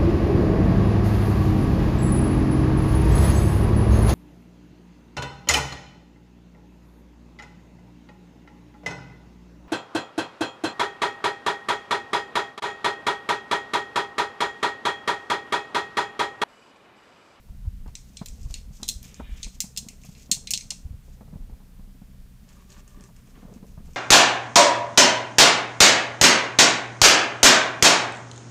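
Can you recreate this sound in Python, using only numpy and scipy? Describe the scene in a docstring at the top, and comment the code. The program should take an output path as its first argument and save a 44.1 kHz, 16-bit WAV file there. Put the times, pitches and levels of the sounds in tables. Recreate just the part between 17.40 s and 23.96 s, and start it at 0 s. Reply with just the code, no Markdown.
"""Hiss, a far idling engine, buffeting air and a hand rubbing and knocking a microphone body run throughout,
while charcoal is stirred in a steel grill tray: lumps click, grit rustles, one lump drags, coal is shuffled
on the grate and small embers tick. Engine: wandering sine multiples. Air, hiss: shaped noise. Puffs: short
swings. Knocks: ringing pushes. Clicks: noise bursts through body modes, with echoes by band.
Rubbing, rustle, drag and shuffle: random ticks over friction noise, with modes for tray and grate."""
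import sys
import numpy as np
from scipy import signal
from scipy.fft import rfft, irfft
from scipy.io import wavfile

SR = 44100
rng = np.random.default_rng(int(sys.argv[2]) if len(sys.argv) > 2 else 0)


def dump_mix(stems):
    """Bounce the given channels to the path in sys.argv[1] as a 16-bit WAV at rate SR."""
    frames = np.atleast_2d(stems).T  # one column per channel
    limited = np.clip(frames, -1, 1)  # hard clip at full scale
    pcm = np.round(limited * 32767).astype(np.int16)
    wavfile.write(sys.argv[1], SR, pcm)


N = 289296

# Hiss spectrum, scaled to HISS_DB rms: f/Hz, relative density/dB
HISS_COLOUR = [(200, 7), (400, -12), (700, -6.5), (1300, -5), (3000, -8), (8000, -11), (12000, -12),
               (16500, -9.5)]
# Engine partials: multiple of firing rate, rms level/dB before drift
ENGINE_PARTIALS = [(1, -55), (2, -57), (4, -60), (6, -62.5)]
# Buffeting air, low range: t/s, level/dB before drift
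AIR_LEVEL = [(0.0, -48.5), (0.3, -36), (0.7, -52.5), (1.1, -33.5), (1.35, -48.5), (1.9, -40), (2.2, -52),
             (2.7, -53), (3.1, -49), (3.5, -50.5), (4.2, -46.5), (4.95, -48), (5.9, -51.5), (6.56, -48)]
# Air spectra, low and upper range: f/Hz, relative level/dB
AIR_LOW_COLOUR = [(18, 0.5), (30, 3.5), (45, -2.0), (70, -5), (110, -16.5)]
AIR_UPPER_COLOUR = [(90, -0.5), (130, 5.5), (200, 6.0), (270, 0.5), (340, -28.0), (700, -16.5)]
# Restless grip, as skin rubbing on the microphone body: t/s, level/dB before flicker
GRIP_LEVEL = [(0.0, -74.5), (0.6, -73), (0.95, -67), (1.3, -70), (1.9, -64.5), (2.2, -73.5), (2.5, -69),
              (3.0, -65), (3.2, -70.5), (3.7, -70), (3.93, -60), (4.2, -69.5), (5.1, -75.5), (5.6, -71),
              (5.9, -70.5), (6.1, -57.5), (6.3, -67), (6.56, -67.5)]
# Skin-rub spectrum: f/Hz, relative density/dB
RUB_COLOUR = [(250, -8.5), (450, 6.5), (700, -6), (1000, -9), (1600, -29)]
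# Finger knocks on the microphone body: t/s, level/dB before trims, pitch f/Hz, relative rattle level/dB
KNOCKS = [(0.085, -49.5, 184, -7.5), (0.249, -38, 151, -19), (0.458, -39.5, 234, -10),
          (0.478, -34.5, 119, -16.5), (0.812, -26, 189, -14.5), (1.058, -31, 123, -27),
          (1.099, -43, 139, -10.5), (1.304, -38, 152, -24), (1.397, -45, 210, -9),
          (1.424, -34.5, 225, -9.5), (1.797, -29, 247, -7.5), (2.065, -40.5, 220, -12),
          (2.239, -33, 196, -17.5), (2.378, -39, 185, -20), (2.463, -34.5, 210, -23),
          (2.644, -40.5, 192, -13.5), (2.686, -35, 157, -24), (2.892, -36.5, 222, -15.5),
          (2.915, -29.5, 203, -19), (2.966, -36.5, 142, -18), (3.131, -40, 151, -13),
          (3.314, -40.5, 131, -11), (3.452, -35, 134, -26), (3.503, -37, 138, -29),
          (3.683, -43.5, 145, -20.5), (3.807, -38.5, 190, -11.5), (3.875, -37.5, 129, -18),
          (3.934, -36, 148, -18.5), (3.954, -32, 174, -25), (4.094, -41, 228, -15.5),
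          (4.129, -38.5, 142, -20), (4.201, -48, 151, -8), (4.392, -41, 199.5, -16),
          (4.473, -41, 194, -25.5), (4.616, -35.5, 191, -22.5), (5.379, -41, 207, -22),
          (5.605, -39, 192, -20), (5.687, -50, 132, -6), (5.975, -40, 242, -16), (6.028, -38.5, 227, -12),
          (6.049, -35.5, 200, -21), (6.095, -41, 197, -20), (6.16, -35, 232, -28),
          (6.226, -33.5, 212, -20.5), (6.374, -33.5, 155, -17.5), (6.402, -39, 210, -21),
          (6.477, -39.5, 157, -18)]
# Air puffs on the port: crest t/s, envelope peak level/dB, f/Hz
PUFFS = [(0.11, -29.5, 50.5), (0.28, -16.5, 65.5), (0.338, -34, 48), (0.482, -29, 64), (0.943, -29, 44.2),
         (1.06, -21, 53), (1.109, -25, 47.5), (1.188, -33, 52.5), (1.291, -30.5, 49.6), (1.567, -27.5, 52),
         (1.616, -34, 48), (1.829, -32, 60), (1.93, -24.5, 45.4), (2.065, -29, 36), (3.46, -24.5, 64.4),
         (3.514, -28.5, 64.4), (3.548, -30, 74), (3.961, -32, 67), (4.05, -34, 50.9), (4.132, -30, 41),
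         (6.302, -33, 44.1)]
# Lump clicks: t/s, level/dB before trim, low, lower-mid and top band relative level/dB, favoured f/Hz
# (bands as in ECHO_BANDS; its third band is the 0 dB reference)
CLICKS = [(0.4778, -45.5, -6, -4, -17, 5080), (0.5521, -26.5, -15, -5, -22, 5940),
          (0.7696, -29, -13.5, -1.5, -39, 6030), (0.7924, -46, -1, 12, -22, 4340),
          (0.8589, -29, -13, -3, -3, 4330), (0.8849, -31.5, -29, -9, -19, 5970),
          (1.0306, -38.5, -29, -22, -24, 6760), (1.1408, -25, -9.5, -0.5, -14, 6100),
          (1.4301, -23.5, -18, 0, -17, 4300), (1.4404, -34, -18, -7, -15, 5830),
          (1.4804, -24.5, -34, -6, -5, 6700), (1.4885, -15.5, -24, -2, -8.5, 4250),
          (1.6292, -37, -14, -4, 3, 6160), (1.6786, -41, -20, -13, -16, 7150),
          (1.7434, -33.5, -26, -15, -23, 7440), (2.0298, -23.5, -14, -1, -24, 6900),
          (2.0444, -27, -8.5, -2, -32, 5460), (2.2039, -15.5, -18.5, -9.5, -8, 7660),
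          (2.3634, -31, -9, 0.5, -22, 5450), (2.374, -18, -29, -5, -10.5, 7800),
          (2.4857, -28, -11, -7.5, -10, 7850), (2.6354, -39, -4.5, -12, -19, 7300),
          (2.6504, -45, -16, -13, 5, 6700), (2.7506, -46.5, 3, 7, -20, 4950),
          (2.797, -44, -3, -8, -18, 7550), (2.9138, -9.5, -19.5, -4.5, -16, 4160),
          (3.0719, -27, -6, 3.5, -21, 4100), (3.1068, -15, -16, -12.5, -6, 6440),
          (3.1358, -15, -23, -1, -19, 5910), (3.1752, -20.5, -15.5, -8, -18, 6800),
          (3.2086, -29.5, -11.5, -4, -26, 6700), (3.2234, -44, -14, -7, -25, 5860),
          (3.3049, -19, -16, -5, -20, 6120), (5.0898, -44.5, -12, -4, -14, 6540),
          (5.3193, -44.5, -9, 4.5, -17, 4400), (5.4774, -39, -19, -19, -10, 6340),
          (5.5443, -53, -9, -10, -12, 6180), (5.6087, -40, -22, -17, -17, 6100),
          (5.6386, -38.5, -18, -12, -20, 6000), (5.7633, -42.5, -11, -19, -16, 5830),
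          (5.8716, -47, -5, -15, -19, 6300), (6.1389, -42, -17, -10, -14, 7930),
          (6.2667, -46, -14, -21, -3, 6560), (6.5335, -42.5, -12, -16, -14, 6350)]
# Modes of lumps and tray: nominal f/Hz, relative level/dB, t60/s before the LONGEST_RING_S cap
BODY_MODES = [(2438, 0, .015), (2662, 21.5, 0.0058), (3420, 6.5, 0.0024), (4240, 6, 0.019),
              (4430, 5.5, 0.0064), (5263, 5, .008), (5960, -3, 0.029), (6607, 3.5, 0.02), (6920, -1, 0.017),
              (7460, 1.5, 0.037), (8425, -3, 0.006), (8790, -0.5, 0.015), (11000, -3, 0.012),
              (15200, -1, .005)]
# Tray and yard echoes: low edge f/Hz, high edge f/Hz, relative level/dB before build-up, t60/s
ECHO_BANDS = [(2051, 3180, -2, .2), (3180, 4720, -10.5, 0.28), (5020, 8600, -10, 0.3),
              (9490, 21000, -8.5, 0.22)]
# Grit sliding off stirred lumps: start t/s, length/s, level/dB before flicker
RUSTLES = [(0.6, .16, -64.5), (0.93, .05, -62), (1.01, .04, -61.5), (1.1, .04, -55.5), (1.34, .08, -58.5),
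           (1.63, 0.042, -53.5), (1.7, 0.047, -57.5), (1.91, 0.25, -61.5), (2.62, .04, -56),
           (2.67, .12, -61.5), (2.8, .03, -56), (3.65, .02, -70), (3.7, .03, -66)]
# Grit spectrum: f/Hz, relative density/dB
GRIT_COLOUR = [(2500, -10.5), (4000, -12), (5200, -7), (6700, -4), (8000, -9.5), (9500, -20), (13000, -18)]
# Lump dragged over the steel tray, one list a spell: t/s, scrape level/dB, ring level/dB, before drift
DRAG_SPELLS = [
    [(1.62, -79, -85), (1.64, -60, -66), (1.69, -62, -79), (1.85, -60, -66.5), (1.92, -56.5, -66),
     (2.02, -60, -73)],
]
# Drag spectrum: f/Hz, relative density/dB
DRAG_COLOUR = [(900, -7), (1500, -2.5), (2400, 3), (3500, 3), (4500, -10)]
# Tray modes: f/Hz, width/Hz, level re ring curve/dB
TRAY_MODES = [(1241, 40, -10.5), (1790, 50, -4.5), (2450, 28, 2.5), (3167, 50, -8.5), (3840, 60, -7.5)]
# Coal shuffled on the grate: start t/s, length/s, scrape, ring and grit level/dB before drift
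SHUFFLE_STROKES = [(5.085, 0.074, -63.5, -69, -66.5), (5.17, .04, -62.5, -69, -70),
                   (5.3, 0.097, -60, -64.5, -62), (5.48, 0.11, -67, -66.5, -77),
                   (5.6, 0.051, -62, -64.5, -73), (5.76, .03, -70, -75, -79), (5.87, .04, -71, -77, -69),
                   (5.955, 0.067, -61.5, -69, -69), (6.02, 0.063, -68, -68, -74),
                   (6.13, 0.027, -67, -83, -73), (6.28, 0.071, -83, -84, -71.5), (6.45, .11, -74, -89, -67)]
# Shuffle spectrum: f/Hz, relative density/dB
SHUFFLE_COLOUR = [(350, -6), (700, -3.5), (1400, 3.5), (2200, 0.5), (3500, -4.5), (4500, -13.5)]
# Grate modes: f/Hz, width/Hz, level re ring curve/dB
GRATE_MODES = [(400, 30, -2), (592, 40, -1), (1190, 70, 0), (1830, 80, -8)]

HISS_DB, ENGINE_HZ, CUTOFF_HZ = -63.5, 31.46, 16300
# upper air: level before drift at the reference grip; dB per dB of grip
STIR_DB, STIR_GRIP_REF_DB, STIR_DB_PER_DB = -55.5, -67, 0.55
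CONTACT_S, CONTACT_RISE_S = 0.012, 0.0022   # knock rattle decay and rise
# chatter decay at the reference click level; exponential growth per dB
CHATTER_S, CHATTER_REF_DB, CHATTER_PER_DB = 0.0033, -29.5, 0.0827
FIRST_BLOW_GAIN, FIRST_BLOW_S = 1.7, 0.001   # extra strength of first contacts, its decay
MODE_SHIFT, LONGEST_RING_S = 0.04, 0.025   # common mode shift (+-share), t60 cap
ECHO_RING_DB, SPIT_SPREAD_DB, SPIT_S = -4, 0.5, 0.002   # spit: uneven echo level, step length
CLICK_TRIM_DB = -11.5
EMBERS_FROM_S, EMBERS, EMBER_DB = 5.0, 14, -55   # level before CLICK_TRIM_DB, +-2.5 dB
EMBER_LOW_DB, EMBER_MID_DB, EMBER_TOP_DB = -15, -9, -14
RISE_DB_PER_S, FALL_DB_PER_S, SILENT_DB = 616, 259, -95


def from_db(db):
    """Decibels to gain."""
    return 10 ** (np.asarray(db) / 20)


def rms_one(x):
    """Scale to unit rms."""
    return x / np.sqrt(np.mean(x ** 2) + 1e-20)


def in_time(rows):
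    """Interpolate the columns of a t/s table, one value a sample."""
    t_s, *columns = np.transpose(rows)
    return [np.interp(np.arange(N) / SR, t_s, column) for column in columns]


def coloured(x, points):
    """Filter to a (f/Hz, dB) spectrum, 60 dB down two octaves past its ends; unit rms."""
    hz, level_db = np.transpose(points)
    hz = np.r_[hz[0] / 4, hz, hz[-1] * 4]
    level_db = np.r_[level_db[0] - 60, level_db, level_db[-1] - 60]
    bin_hz = np.arange(N // 2 + 1) * SR / N
    gain = from_db(np.interp(np.log(bin_hz + 1), np.log(hz), level_db))
    return rms_one(irfft(rfft(x) * gain, N))


def drift(corner_hz):
    """Slow unit-rms chance: noise twice through a one-pole low-pass at SR / 40."""
    r = np.exp(-80 * np.pi * corner_hz / SR)
    noise = rng.standard_normal(N // 40 + 2002)
    slow = signal.lfilter([1], [1, -2 * r, r * r], noise)[2000:]   # drop the settling
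    return np.interp(np.arange(N) / 40, np.arange(len(slow)), rms_one(slow))


def ring(x, hz, t60_s):
    """Two-pole resonator: a unit click starts a decaying sine of height 1."""
    r, w = from_db(-60 / (t60_s * SR)), 2 * np.pi * hz / SR
    return signal.lfilter([0, np.sin(w)], [1, -2 * r * np.cos(w), r * r], x + 1e-18)


def add(out, t_s, sound, level_db):
    """Mix a sound in place at its time and gain."""
    i = round(t_s * SR)
    out[i:i + len(sound)] += from_db(level_db) * sound[:N - i]


def spells(tables):
    """Level curves/dB of spells, ramped to SILENT_DB 30 ms outside each."""
    def silent(row, lag_s):
        return (row[0] + lag_s, *[SILENT_DB] * (len(row) - 1))

    points = []
    for rows in tables:
        points += [silent(rows[0], -0.03), *rows, silent(rows[-1], 0.03)]
    return in_time(points)


def strokes(rows):
    """Level curves/dB of strokes: each swells, holds for its length and dies away."""
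    start_s, length_s, *levels_db = np.transpose(rows)[:, :, None]
    t = np.arange(0, N / SR, 0.002)
    rise_db = -RISE_DB_PER_S * np.maximum(start_s - t, 0)
    fall_db = -FALL_DB_PER_S * np.maximum(t - start_s - length_s, 0)
    loudest = [(db + rise_db + fall_db).max(axis=0) for db in levels_db]
    return [np.interp(np.arange(N) / SR, t, curve) for curve in loudest]


def grit(spectrum, level_db, per_s, grain_db, flicker_db, modes=(), ring_db=SILENT_DB):
    """Sliding grains: uneven random ticks over friction noise, ringing what they slide on."""
    size_db = grain_db * np.minimum(rng.exponential(1, N), 4)
    ticks = (rng.random(N) < per_s / SR) * rng.standard_normal(N) * from_db(size_db)
    friction = rms_one(ticks) + rng.standard_normal(N)
    sound = from_db(level_db + flicker_db * drift(23)) * coloured(friction, spectrum)
    for hz, width_hz, db in modes:   # each mode's level drifts separately
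        mode_gain = from_db(ring_db + db + 2.5 * drift(7.1))
        t60_s = np.log(1000) / np.pi / width_hz
        sound = sound + mode_gain * rms_one(ring(friction, hz, t60_s))
    return sound


def hiss():
    """Electronics noise: steady, spectrally shaped."""
    return from_db(HISS_DB) * coloured(rng.standard_normal(N), HISS_COLOUR)


def engine():
    """Low multiples of an idling firing rate that wanders a little."""
    rate_hz = ENGINE_HZ * (1 + 0.014 * drift(1.5))
    phase = 2 * np.pi * np.cumsum(rate_hz) / SR
    out = np.zeros(N)
    for k, db in ENGINE_PARTIALS:
        out += np.sqrt(2) * from_db(db + 3.15 * drift(8.0)) * np.sin(round(k) * phase + k)
    return out


def air(grip_db):
    """Lumpy turbulence in two ranges; the upper one follows the grip level."""
    low_db = in_time(AIR_LEVEL)[0] + 2.8 * drift(4.3)
    upper_db = STIR_DB + STIR_DB_PER_DB * (grip_db - STIR_GRIP_REF_DB) + 4.2 * drift(60)
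    low = coloured(rng.standard_normal(N), AIR_LOW_COLOUR)
    upper = coloured(rng.standard_normal(N), AIR_UPPER_COLOUR)
    return from_db(low_db) * low + from_db(upper_db) * upper


def skin_rub(grip_db):
    """Skin slides on the microphone body in sparse uneven grains."""
    return grit(RUB_COLOUR, grip_db, per_s=300, grain_db=3.5, flicker_db=3.0)


def knocks(cycles):
    """A soft push rings the case at a low pitch; the rough contact rattles above it."""
    out, t = np.zeros(N), np.arange(3072) / SR
    upper = signal.butter(2, [350, 1050], "band", fs=SR, output="sos")
    press = 1.64 * (1 - np.exp(-t / CONTACT_RISE_S)) * np.exp(-t / CONTACT_S)
    for t_s, level_db, hz, rattle_db in KNOCKS:
        push = np.sin(np.pi * np.minimum(t * hz, 1)) * np.sin(2 * np.pi * hz * t)
        thud = ring(push, hz, cycles / hz)
        add(out, t_s, thud / np.abs(thud).max() * rng.choice([-1, 1]), level_db + 0.5)
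        rough = rng.standard_normal(len(t))
        rattle = signal.sosfilt(upper, rough) + 0.063 * signal.lfilter([0.2], [1, -0.8], rough)
        add(out, t_s, press * rms_one(rattle), level_db + rattle_db - 2.0)
    return out


def puffs(cycles):
    """Each puff swings the membrane under a short Gaussian envelope, at random phase."""
    out, t = np.zeros(N), np.arange(-4096, 4096) / SR
    for crest_s, peak_db, hz in PUFFS:
        envelope = np.exp(-(t * hz / cycles) ** 2)
        swing = envelope * np.cos(2 * np.pi * (hz * t + rng.random()))
        add(out, crest_s + t[0], swing, peak_db)
    return out


def clicks(crack_db, spread_db, favour_db, build_up_s):
    """Uneven micro-contacts crack and ring the body; diffuse echoes swell, then die by band."""
    out, t = np.zeros(N), np.arange(12288) / SR
    bands = [signal.butter(3, row[:2], "band", fs=SR, output="sos") for row in ECHO_BANDS]
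    build_up = 1 - np.exp(-t / build_up_s)
    fades = [from_db(db - 60 * t / t60_s) * build_up for _, _, db, t60_s in ECHO_BANDS]
    mode_hz = np.array(BODY_MODES)[:, 0]
    for t_s, level_db, low_db, mid_db, top_db, pitch_hz in [*CLICKS, *embers()]:
        chatter_s = CHATTER_S * np.exp(CHATTER_PER_DB * (level_db - CHATTER_REF_DB))
        spit_db = np.interp(t / SPIT_S, np.arange(200), rng.standard_normal(200))
        spit = from_db(SPIT_SPREAD_DB * spit_db)
        force = np.exp(-t / max(chatter_s, 5e-4)) + FIRST_BLOW_GAIN * np.exp(-t / FIRST_BLOW_S)
        contacts = rng.standard_normal(len(t)) ** 3 * force
        # two rows: the touch, and its scattered echoes
        drive = np.array([rms_one(contacts), rng.standard_normal(len(t))])
        # each click favours the modes near its pitch
        near = np.exp(-(np.log(mode_hz / pitch_hz) / 0.051) ** 2)
        strengths = from_db(spread_db * rng.standard_normal(len(mode_hz)) + favour_db * near)
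        # a separate random shift moves all its modes together
        shift = 1 + MODE_SHIFT * rng.uniform(-1, 1)
        rung = np.zeros_like(drive)
        for strength, (hz, db, t60_s) in zip(strengths, BODY_MODES):
            rung += strength * from_db(db) * ring(drive, hz * shift, min(t60_s, LONGEST_RING_S))
        sound = rms_one(rung) * from_db([[0], [ECHO_RING_DB]]) + from_db(crack_db) * drive
        for band, fade, part_db in zip(bands, fades, [low_db, mid_db, 0, top_db]):
            touch, echoes = signal.sosfilt(band, sound)
            touch = rms_one(touch) * np.sqrt(2 * chatter_s / t[-1])
            echoes = fade * rms_one(spit * echoes)
            add(out, t_s, touch + echoes, level_db + part_db + CLICK_TRIM_DB)
    return out


def rustle(shuffle_grit_db):
    """Dense fine grit slides off stirred lumps and, later, with the shuffled coal."""
    level_db = np.maximum(strokes(RUSTLES)[0], shuffle_grit_db)
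    return grit(GRIT_COLOUR, level_db, per_s=2100, grain_db=2.0, flicker_db=3.5)


def drag():
    """A lump dragged over the steel tray scrapes and excites its modes."""
    scrape_db, ring_db = spells(DRAG_SPELLS)
    return grit(DRAG_COLOUR, scrape_db, per_s=1800, grain_db=2.0, flicker_db=0.7,
                modes=TRAY_MODES, ring_db=ring_db)


def embers():
    """Click rows for faint ember ticks at random moments, levels and pitches."""
    rows = []
    for when, loud, pitch in rng.random((EMBERS, 3)):
        t_s = EMBERS_FROM_S + when * (N / SR - EMBERS_FROM_S)
        level_db = EMBER_DB + 5 * (loud - 0.5)
        rows.append((t_s, level_db, EMBER_LOW_DB, EMBER_MID_DB, EMBER_TOP_DB, 5500 + 2300 * pitch))
    return rows


def shuffle(scrape_db, ring_db):
    """Coal shuffled stroke by stroke scrapes the grate and excites its modes."""
    return grit(SHUFFLE_COLOUR, scrape_db, per_s=440, grain_db=2.5, flicker_db=1.9,
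                modes=GRATE_MODES, ring_db=ring_db)


def scene():
    """Sum the steady background, air, hand and coal into one channel."""
    grip_db, = in_time(GRIP_LEVEL)
    scrape_db, ring_db, shuffle_grit_db = strokes(SHUFFLE_STROKES)
    background = hiss() + engine() + air(grip_db)
    hand = skin_rub(grip_db) + knocks(cycles=6.3)
    port = puffs(cycles=0.51)
    coal = clicks(crack_db=1.5, spread_db=0.5, favour_db=7.5, build_up_s=0.002)
    coal = coal + rustle(shuffle_grit_db) + drag() + shuffle(scrape_db, ring_db)
    return (background + hand + port + coal)[None]


def record(dry):
    """Steep low-pass: 60 dB down from CUTOFF_HZ up."""
    return signal.sosfilt(signal.cheby2(12, 60, CUTOFF_HZ, fs=SR, output="sos"), dry)


dry = scene()
out = record(dry)
dump_mix(out)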